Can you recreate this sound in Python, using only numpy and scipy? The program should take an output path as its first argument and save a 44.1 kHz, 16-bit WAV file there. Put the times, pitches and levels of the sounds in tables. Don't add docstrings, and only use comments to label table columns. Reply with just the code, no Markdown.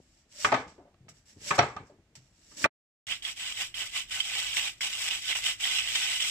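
import sys
import numpy as np
from scipy import signal
from scipy.fft import rfft, irfft, next_fast_len
from scipy.io import wavfile
from scipy.ndimage import uniform_filter1d

SR = 44100
rng = np.random.default_rng(int(sys.argv[2]) if len(sys.argv) > 2 else 0)


def store_pcm(level_fs):
    pcm = np.round(np.clip(level_fs, -1, 1) * 32767).astype(np.int16)
    wavfile.write(sys.argv[1], SR, np.atleast_2d(pcm).T)


def to_linear_factor(level_db):
    exponent = np.asarray(level_db, float) / 20
    return 10 ** exponent


N = 277829
TIME = np.arange(N) / SR
KNIFE_END_S = 2.9
CUT_S, SILENT_S, RESUME_S = 2.6625, 2.697, 3.067

# pitch_hz, density_db (per Hz)
HUM_SPECTRUM = [(22, -18), (42, 4.5), (106, -3.5), (352, -9.5), (404, -23), (631, -14.5), (985, -22),
                (1870, -21), (4070, -27.5), (7730, -29.5), (9660, -39.5), (12000, -42.5), (15500, -47.5)]
# pitch_hz, t60_s
KITCHEN_DECAY = [(100, 0.32), (500, 0.31), (2000, 0.33), (6000, 0.14), (14000, 0.22)]
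# (pitch_hz, left_minus_right_db)
AT_BOARD = ([(60, 1), (500, 1), (1200, 0.54), (2500, 0.04), (4500, -0.3), (8000, -0.5), (15000, -2.6)],
            [(100, .04), (500, 0.2), (1500, 0.5), (4000, -3.5), (15000, -4.5)], [(60, 1.5), (600, 2),
            (1400, 0.5), (3000, -4.5), (5700, -6.5), (6700, -2.8), (7750, 18.5), (9000, 4), (11000, -2.5),
            (15000, -4)])
AT_GRATER = ([(45, .97), (100, .85), (250, .7), (700, .82), (1400, .7), (2050, .6), (2350, .33),
             (3100, .62), (3500, .35), (4200, .56), (5000, .27), (8000, .2), (15000, .1)], [(1100, .02),
             (1500, .5), (2400, .5), (3000, 2.3), (3600, 3.1), (4600, 3.7), (5500, 3.0), (7000, 3.6),
             (8000, 5.8), (11000, 9.5), (15000, 12.5)], [(300, 1.1), (1400, -2.5), (1750, .5),
             (2650, -10.5), (3200, -7.5), (3800, -.5), (5000, 5.5), (6300, 4.5), (7750, 17), (9300, 7.5),
             (15000, 15)])

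# start_s, first_db, climb_s, peak_db, fade_db_per_s
LEANS = [
    (0, -52, 0.009, -64, 147),
    (.25, -70.5, 0.23, -63.5, 14),
    (.66, -58, 0.0079, -52.5, 65),
    (.83, -64, 0.014, -55, 148),
    (.97, -68.5, 0.14, -50, 311),
    (1.25, -73, 0.19, -52, 1),
    (1.5, -66.5, .09, -58.5, 34.5),
    (1.76, -52, 0.0036, -44.5, 99),
    (2.0, -69.5, 0.13, -68, 104),
    (2.28, -79, 0.28, -67.5, 408.5),
]
# pitch_hz, density_db (per Hz)
CREAK_SPECTRUM = [(29, -38), (50, -4.5), (101, -1), (367, -8.5), (455, -8), (585, -21), (784, -21),
                  (1200, -35), (1560, -68), (2640, -120)]
# pitch_hz, density_db (per Hz)
FIZZ_SPECTRUM = [(290, -48), (500, -9), (585, 2.5), (766, -25.5), (883, -7.5), (1020, -23), (1300, -13.5),
                 (1700, -24), (2200, -1.5), (4170, -4.5), (4600, -2.5), (5950, -4), (7790, 1),
                 (8860, -13.5), (15000, -27)]
# pitch_hz, level_db, t60_s
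EDGE_MODES = [(1800, 3, 0.0088), (2790, -12.5, 0.03), (4200, -12.5, 0.016), (4360, -8.5, 0.015),
              (5700, -1, 0.024), (7260, -14.5, 0.005), (6345, -7, .01), (7940, -4, 0.036)]
# start_s, first_db, climb_s, peak_db, fade_db_per_s
SLIDES = [(0, -73.5, 0.2, -68, 164), (.28, -81, 0.047, -55, 5), (.33, -59, 0.071, -43.5, 7),
          (.397, -41.5, 0.064, -35.5, 275.5), (.505, -48, 0.099, -50.5, 244), (.675, -61, 0.0046, -54, 178),
          (1.086, -56.5, 0.0049, -52, 443), (1.135, -72, 0.037, -64.5, 199), (1.255, -66, 0.047, -57, 220),
          (1.362, -70, 0.043, -60, 5), (1.403, -56, 0.087, -34.5, 202), (1.535, -47.5, 0.025, -38, 251.5),
          (1.574, -54, 0.0097, -29.5, 601), (1.618, -52, .005, -41.5, 176.5), (1.758, -73, .006, -65.5, 93),
          (1.84, -76, 0.036, -70, 200), (2.152, -44, 0.0045, -48.5, 400), (2.21, -68, 0.068, -71, 141),
          (2.325, -72.5, 0.27, -54.5, -7.5), (2.568, -48, 0.017, -42.5, 104), (2.6, -44, 0.045, -33, 902)]
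# time_s, edge_over_fizz_db, crispness_db, air_db
SINGING = [(.3, -5, 3.5, -1), (.44, -4.5, 3.5, 0.5), (.5, -4.5, 2, -4.5), (.6, -6, -0.5, -13.5),
           (1.05, -4, 0, -7.5), (1.1, -2, 4, 2), (1.4, -3, 3, 1), (1.49, -5, 2.5, 0), (1.559, -4.5, 2, -1),
           (1.6, -5, -0.5, -12.5), (1.8, -5, 1, -12), (1.87, -5.5, 5, -2), (2.2, -4.5, 1.5, 0),
           (2.55, -3, 5, 0.5), (2.641, -3.5, 3, 1.5)]
# pitch_hz, level_db, t60_s
BOARD = [(131, 0.5, 0.23), (195.7, -7.5, 0.019), (269, -6, 0.26), (376, -4, 0.11), (418, -9, 0.072),
         (600, 4.5, 0.05), (696, 1.5, 0.095), (855, 5.5, 0.025), (1048, -16, 0.021), (1197, 7.5, 0.03),
         (1269, 4, 0.058), (1650, 12, 0.0039), (1853, 2, 0.037), (2155, 6.5, 0.0059), (2760, 0, 0.04),
         (3120, 12.5, 0.004), (3200, -2.5, 0.011), (4190, -6.5, 0.011), (4550, 10, 0.014),
         (5240, -14.5, .01)]
# pitch_hz, level_db, t60_s
BLADE = [(5780, 12.5, 0.053), (7550, -8, .05), (9520, -16, 0.028)]
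# pitch_hz, level_db, t60_s
CARROT = [(860, -19, 0.034), (1215, -1, .035), (1253, -3.5, .07), (1495, -9, 0.033), (1904, -10, 0.044),
          (2400, -4.5, 0.033)]
# time_s, peak_db, favoured_hz, rattle_s
SNAPS = [
    (.4462, -8.5, 1560, 0.0044),
    (.452, -16, 2075, 0.0022),
    (.461, -25, 1700, 0.0044),
    (1.5072, -12, 1462, 0.0057),
    (1.5125, -13.5, 1422, 0.0044),
    (2.642, -7.5, 1666, 0.0025),
    (2.6465, -11, 1526, .003),
]
# time_s, peak_db, favoured_hz, rattle_s
STRIKES = [
    (.519, -14, 815, 0.0058),
    (.5245, -11, 630, 0.004),
    (.574, -33.5, 635, 0.019),
    (1.581, -14, 644, 0.0083),
    (1.6115, -18, 800, 0.0025),
    (1.631, -21, 800, 0.0036),
    (2.652, -16, 490, 0.0036),
    (2.6585, -19.5, 1286, 0.0048),
]
# time_s, peak_db, favoured_hz, rattle_s
SLAPS = [
    (.541, -14, 1468, 0.0051),
    (.546, -13, 1230, 0.0027),
    (1.7645, -28, 1216, 0.0069),
]
# time_s, peak_db, favoured_hz, rattle_s
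LANDINGS = [
    (1.5895, -4.5, 1100, 0.0041),
    (1.5935, -9, 1527, 0.0017),
    (1.599, -17.5, 1183, .003),
]
# time_s, peak_db, favoured_hz, rattle_s
TAPS = [
    (.943, -55, 1300, .0005),
    (1.0835, -39.5, 900, 0.0002),
    (1.896, -60, 1800, 0.0051),
]
# time_s, peak_db, favoured_hz, rattle_s
THUMPS = [
    (.522, -31.5, 135, .005),
    (1.583, -24, 135, .005),
    (2.644, -34.5, 140, 0.0033),
    (1.003, -50, 122, 0.0039),
    (1.101, -53, 139.4, 0.02),
    (1.14, -58, 130, 0.012),
    (2.168, -49.5, 131, 0.0072),
    (2.51, -56.5, 251, 0.026),
    (2.56, -54, 255, 0.036),
    (2.605, -44.5, 255, 0.022),
]
# time_s, peak_db, favoured_hz, rattle_s
TIPS = [
    (1.085, -48.5, 2400, 0.0076),
    (2.142, -70, 3000, 0.0012),
    (2.153, -49, 2540, 0.0043),
]
# time_s, peak_db, favoured_hz, rattle_s
ROLLS = [
    (.780, -42.5, 440, 0.0065),
    (.798, -44.5, 402, 0.0039),
    (.85, -51, 600, 0.0067),
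    (.868, -53, 503, 0.0077),
    (1.895, -45.5, 405, 0.0059),
    (1.912, -56, 333, 0.0041),
    (1.947, -59, 244.7, 0.017),
    (2.514, -52.5, 1750, .014),
]
# blows (a table above), spread_octaves, partner_modes, partner_db, dry_crack_db
KINDS = [
    (SNAPS, 0.464, CARROT, 4, -15),
    (STRIKES, 1.1, BLADE, -36, -19),
    (LANDINGS, .9, BLADE, -16.5, -22.5),
    (SLAPS, 0.71, BLADE, -33, -15),
    (TAPS, 1.25, BLADE, -37, -18),
    (TIPS, .3, BLADE, -20, -12),
    (ROLLS, .5, BLADE, -60, -36.5),
    (THUMPS, 0.27, BLADE, -70.5, -50),
]

# pitch_hz, density_db (per Hz)
SHAKE_SPECTRUM = [(22, -11), (38, 2), (48, -3.5), (60, -19), (70, -33), (102, 2), (173, -37.5), (400, -20),
                  (520, -70), (880, -120)]
# pitch_hz, density_db (per Hz)
DRUM_SPECTRUM = [(250, -29.5), (430, -30.5), (620, -21.5), (800, -22.5), (1270, -16), (1780, -13.5),
                 (2050, -3), (3070, 1), (4250, -12), (5530, -8), (6500, -14), (7800, -7), (9900, -23.5),
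                 (15000, -27.5)]
# pitch_hz, level_db, t60_s
HOUSING_MODES = [(800, 6.5, 0.044), (1499, 2.5, 0.184), (2089, 18.5, 0.059), (2700, -45, 0.056),
                 (2980, 9.5, 0.104), (3200, 12, 0.2), (3570, 4, 0.097), (4596, 2, 0.18), (5940, -29, 0.051),
                 (7950, 12.5, 0.17), (9400, 0, 0.024)]
# start_s, first_db, climb_s, peak_db,
# fade_db_per_s
STROKES = [(3.068, -45, 0.045, -34.5, 326.5), (3.224, -45, 0.061, -37, 391), (3.36, -51.5, 0.042, -39, 2),
           (3.53, -47, 0.078, -33, 264), (3.743, -43, 0.061, -35.5, 151), (3.905, -52, 0.061, -31.5, 291),
           (4.109, -38.5, 0.059, -33.5, 177), (4.24, -38, 0.14, -33.5, 100), (4.41, -36, 0.06, -37, -5),
           (4.567, -27, 0.0046, -29.5, 163), (4.615, -36, 0.044, -33.5, 321),
           (4.807, -33.5, 0.063, -34.5, 392), (4.89, -39, 0.065, -37.5, 170),
           (4.98, -36.5, 0.095, -33, 55.5), (5.09, -39, 0.026, -32.5, 151), (5.22, -43.5, 0.088, -30, 446),
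           (5.352, -29.5, 0.012, -33, 202), (5.41, -42.5, 0.053, -30, 148), (5.495, -32, 0.0032, -33, 397),
           (5.6, -38, 0.062, -30.5, 142), (5.7, -34, 0.05, -32, 150), (5.78, -39, 0.0063, -29.5, 306),
           (5.825, -38.5, 0.075, -35, -12), (5.95, -27, 0.038, -32, 19),
           (4.074, -59, 0.031, -48.5, 7),
    (5.573, -67, 0.024, -47.5, 9),
    (6.075, -32, 0.073, -33.5, 152),
    (6.198, -34.5, 0.019, -33, 13.5),
]
# time_s, peak_db, favoured_hz
CATCHES = [(3.0745, -31, 2850), (3.1098, -23, 2670), (3.1216, -13.5, 2700), (3.0847, -21, 2700),
           (3.222, -27.5, 3280), (3.2496, -15, 3050), (3.572, -26, 2540), (3.2961, -26, 3480),
           (3.6119, -41, 2610), (3.742, -19.5, 2975), (3.9353, -32, 3020), (4.107, -27, 2802),
           (4.1143, -24, 3010), (4.2029, -9.5, 3200), (4.339, -35, 2790), (4.5695, -8.5, 2000),
           (4.808, -15.5, 1840), (5.063, -29, 2430), (5.1144, -39, 2570), (5.2795, -20, 2840),
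           (5.3145, -15, 3000), (5.3214, -13.5, 2100), (5.3269, -13.5, 2300), (5.361, -22, 2800),
           (5.4322, -21, 3050), (5.4568, -18, 2980), (5.4655, -9, 2980), (5.603, -25, 2550),
           (5.612, -23, 3050), (5.6395, -16, 3270), (5.654, -12, 3100), (5.788, -17, 2560),
           (5.8743, -14.5, 2140), (5.9556, -8.5, 2800), (6.0144, -19, 3120), (6.0894, -18.5, 2910),
           (6.2022, -27, 2840)]


def evened(x):
    return x / np.sqrt(np.mean(x ** 2) + 1e-20)


def band_level(x, lo_hz, hi_hz):
    z, hz = rfft(x[0]), np.fft.rfftfreq(N, 1 / SR)
    band = (hz > lo_hz) & (hz < hi_hz)
    return x / np.sqrt(2 * np.sum(abs(z[band]) ** 2)) * N


def read(points, hz):
    f, value = np.transpose(points)
    return np.interp(np.log(hz + 1), np.log(f + 1), value)


def coloured(x, points):
    gain_db = read(points, abs(np.fft.fftfreq(4096, 1 / SR)))
    log_gain = np.log(to_linear_factor(np.maximum(gain_db, -100)))
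    taps = np.fft.ifft(np.exp(np.conj(signal.hilbert(log_gain)))).real[:2048]
    return signal.oaconvolve(x, taps[None], axes=1)[:, :N]


def filtered(x, order, edge_hz, kind):
    return signal.sosfilt(signal.butter(order, edge_hz, kind, fs=SR, output="sos"), x)


def above(x, edge_hz):
    return filtered(x, 3, edge_hz, "high")


def upper(x, edge_hz):
    return signal.sosfiltfilt(signal.butter(3, edge_hz, "high", fs=SR, output="sos"), x)


def smoothed_twice(x, size):
    return uniform_filter1d(uniform_filter1d(x, size), size)


def wander(depth_db):
    return depth_db * evened(smoothed_twice(rng.standard_normal(N), 1500))


def efforts(rows, rest_db, bend):
    rows = np.array(rows)
    current = np.maximum(np.searchsorted(rows[:, 0], TIME) - 1, 0)
    start, first_db, climb, peak_db, fade = rows[current].T
    since = TIME - start
    climb = np.maximum(climb, 1e-3)
    rise = (peak_db - first_db) * np.clip(since / climb, 0, 1)
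    fall = fade / 10 * (10 * np.maximum(since - climb, 0)) ** bend
    return uniform_filter1d(np.maximum(first_db + rise - fall, rest_db), size=200)


def grit(per_s, spread_db, flutter_db, flutter_s):
    size = to_linear_factor(spread_db * np.minimum(rng.exponential(1, (2, N)), 4))
    happens = rng.random((2, N)) < per_s / SR
    train = size * rng.standard_normal((2, N)) * happens
    width = max(int(flutter_s * SR), 1)
    flutter = evened(smoothed_twice(rng.standard_normal(N), width))
    return train * to_linear_factor(flutter_db * flutter)


def patchy(x, depth_db, bins=2, frames=7):
    z = signal.stft(x, nperseg=512, noverlap=384)[2]
    field = rng.standard_normal(z.shape[1:])
    for _ in range(2):
        field = uniform_filter1d(uniform_filter1d(field, bins, 0), frames, 1)
    return signal.istft(z * to_linear_factor(depth_db * evened(field)), nperseg=512, noverlap=384)[1][:, :N]


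def rings(modes, favoured_hz=1000, octaves=np.inf, detune=0., size=6000):
    hz, db, t60 = np.transpose(modes)[:, :, None]
    hz = hz * (1 + detune * rng.standard_normal(hz.shape))
    t = TIME[:size]
    weight = np.exp(-0.5 * (np.log2(hz / favoured_hz) / octaves) ** 2)
    weight = weight + 0.015 * (hz < favoured_hz)
    sign = (-1.) ** np.arange(len(modes))[:, None]
    return (sign * weight * to_linear_factor(db - 60 * t / t60) * np.sin(2 * np.pi * hz * t)).sum(0)


def add(mix, s, peak_db, rattle_s, body):
    u = TIME[:2000] / max(rattle_s, 1e-6)
    first_touch = 0.6 * np.exp(-8 * u)
    burst = np.exp(-np.minimum(u, 9) ** 4)
    settling = 0.3 * np.exp(-u / 1.6)
    force = first_touch + burst + settling
    contacts = rng.choice([-1., 1.], (2, len(u))) * force
    sound = signal.fftconvolve(contacts, body[None], axes=1)
    sound = sound / abs(sound).max(1, keepdims=True)
    part = mix[:, round(s * SR):][:, :sound.shape[1]]
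    part += to_linear_factor(peak_db) * sound[:, :part.shape[1]]


def room_hum():
    noise = to_linear_factor(-66.5) * evened(coloured(rng.standard_normal((2, N)), HUM_SPECTRUM))
    phase = 2 * np.pi * np.cumsum(97 + wander(1.2)) / SR
    return noise + to_linear_factor(-74 + wander(1.7)) * np.sin(phase)


def kitchen(x, wet_db):
    taps = np.zeros((2, SR // 2))
    slots = np.arange(200, SR // 2 - 20, 20)
    at = slots + rng.integers(0, 20, (2, len(slots)))
    np.put_along_axis(taps, at, rng.choice([-1., 1.], at.shape), 1)
    hz, t, z = signal.stft(taps, SR, nperseg=256)
    decay = to_linear_factor(-60 * t / read(KITCHEN_DECAY, hz)[:, None])
    tail = signal.istft(z * decay, SR, nperseg=256)[1]
    return to_linear_factor(wet_db) * signal.fftconvolve(x, tail / np.linalg.norm(tail[0]), axes=1)[:, :N]


def creak():
    level_db = efforts(LEANS, -88.0, 0.52)
    slips = coloured(grit(1100, 2.3, 3.4, 0.014), CREAK_SPECTRUM)
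    return to_linear_factor(level_db - 1.5) * band_level(slips, 73, 500)


def fizz():
    level_db = efforts(SLIDES, -98, 0.97)
    at, *colours = np.transpose(SINGING)
    sing_db, crisp_db, air_db = (np.interp(TIME, at, db) for db in colours)
    cells = grit(12000, 1.5, 0.46, 0.002)
    edge = signal.oaconvolve(cells, rings(EDGE_MODES)[None], axes=1)[:, :N]
    sound = band_level(coloured(cells, FIZZ_SPECTRUM), 4000, 10000) + to_linear_factor(sing_db) * evened(edge)
    sound = sound + (to_linear_factor(crisp_db) - 1) * upper(sound, 4300)
    sound = sound + (to_linear_factor(air_db) - 1) * upper(sound, 9000)
    return to_linear_factor(level_db) * band_level(patchy(sound, 0.81), 2900, 10000)


def blows():
    ringing, thrown, cracks = np.zeros((3, 2, N))
    for rows, octaves, partner, partner_db, crack_db in KINDS:
        spread = max(octaves, 0.2)
        for s, db, hz, rattle_s in rows:
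            board = rings(BOARD, hz, spread, detune=0.04)
            add(ringing, s, db, rattle_s, board + to_linear_factor(partner_db) * rings(partner, detune=0.01))
            onset = rings(BOARD, hz, 1.2 * spread, size=600) * np.exp(-TIME[:600] / 0.0022)
            add(thrown, s, db + 10 * np.log10(rattle_s / 0.0015), 0, onset)
            add(cracks, s, db + crack_db, rattle_s, np.ones(1))
    cracks = filtered(cracks, 3, [1700, 7000], "band")
    ringing += cracks + kitchen(thrown + to_linear_factor(-4) * cracks, -4.5) + kitchen(ringing, -16.5)
    ringing = filtered(ringing, 3, [75, 8500], "band")
    return filtered(ringing, 2, 11000, "low")


def knife():
    return (creak() + fizz() + blows()) * (TIME < KNIFE_END_S)


def shake():
    return to_linear_factor(-64.5) * evened(coloured(grit(6100, 0.55, 1.3, 0.039), SHAKE_SPECTRUM))


def catches():
    sound = np.zeros((2, N))
    damped = [(hz, db, t60 / 5) for hz, db, t60 in HOUSING_MODES]
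    for s, db, hz in CATCHES:
        add(sound, s, db - 9.5, 0.0008, rings(damped, hz, 0.36, detune=0.03, size=2500))
    return above(sound, 1260)


def shredding():
    scrape_db = efforts(sorted(STROKES), -67.0, 1.53)
    load_db, since = scrape_db + 36, TIME - RESUME_S
    bright_db = -7 - 0.22 * load_db + 0.95 * since + wander(1.05)
    full_db = -3.5 + 0.47 * load_db - 2 * since + wander(1.05)
    rasp = evened(grit(14000, 0.83, 0.99, 0.0091))
    crackle = evened(grit(2500, 4.6, 1.8, 0.004))
    tearing = rasp + to_linear_factor(-7) * crackle
    housing = above(signal.oaconvolve(tearing, rings(HOUSING_MODES)[None], axes=1)[:, :N], 830)
    drum = band_level(coloured(tearing, DRUM_SPECTRUM), 2070, 4600) + to_linear_factor(-8.5) * evened(housing)
    drum = patchy(drum, 2.1, frames=5)
    teeth = (to_linear_factor(bright_db + 5.5) - 1) * above(drum, 3130)
    body = (to_linear_factor(full_db + 9.0) - 1) * filtered(drum, 2, 2000, "low")
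    return to_linear_factor(scrape_db - 2) * (drum + teeth + body)


def grater():
    sound = shredding() + catches()
    return (sound + kitchen(sound, -16) + shake()) * (TIME > KNIFE_END_S)


def ports(pair, view):
    size = next_fast_len(N + 4096)
    hz = np.fft.rfftfreq(size, 1 / SR)
    same, lead, tilt_db = (read(table, hz) for table in view)
    same = np.clip(same, 0, 1)
    a, b = rfft(pair, size)
    left, right = to_linear_factor(tilt_db / 2), to_linear_factor(-tilt_db / 2)
    shared = right * same * np.exp(-1j * lead)
    own = right * np.sqrt(1 - same ** 2)
    centre = np.sqrt(abs(left + shared) ** 2 + own ** 2) / 2
    return irfft(np.array([left * a, shared * a + own * b]) / centre, size)[:, :N]


def scene():
    return ports(knife() + room_hum(), AT_BOARD) + ports(grater(), AT_GRATER)


def scene_change():
    fading_db = -2.5 + (TIME > CUT_S) * (-9 - 1100 * (TIME - CUT_S))
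    db = np.where(TIME > SILENT_S, -120, fading_db)
    db = np.where(TIME > RESUME_S, 0.15, db)
    return to_linear_factor(uniform_filter1d(db, size=150))


def band_limit(x):
    return signal.sosfilt(signal.butter(12, 15740, fs=SR, output="sos"), x)


def record(dry):
    lowpass = signal.firwin(511, 15200, window=("kaiser", 9), fs=SR)
    limited = signal.oaconvolve(dry, lowpass[None], "same")
    return band_limit(limited * scene_change())


dry = scene()
out = record(dry)
store_pcm(out)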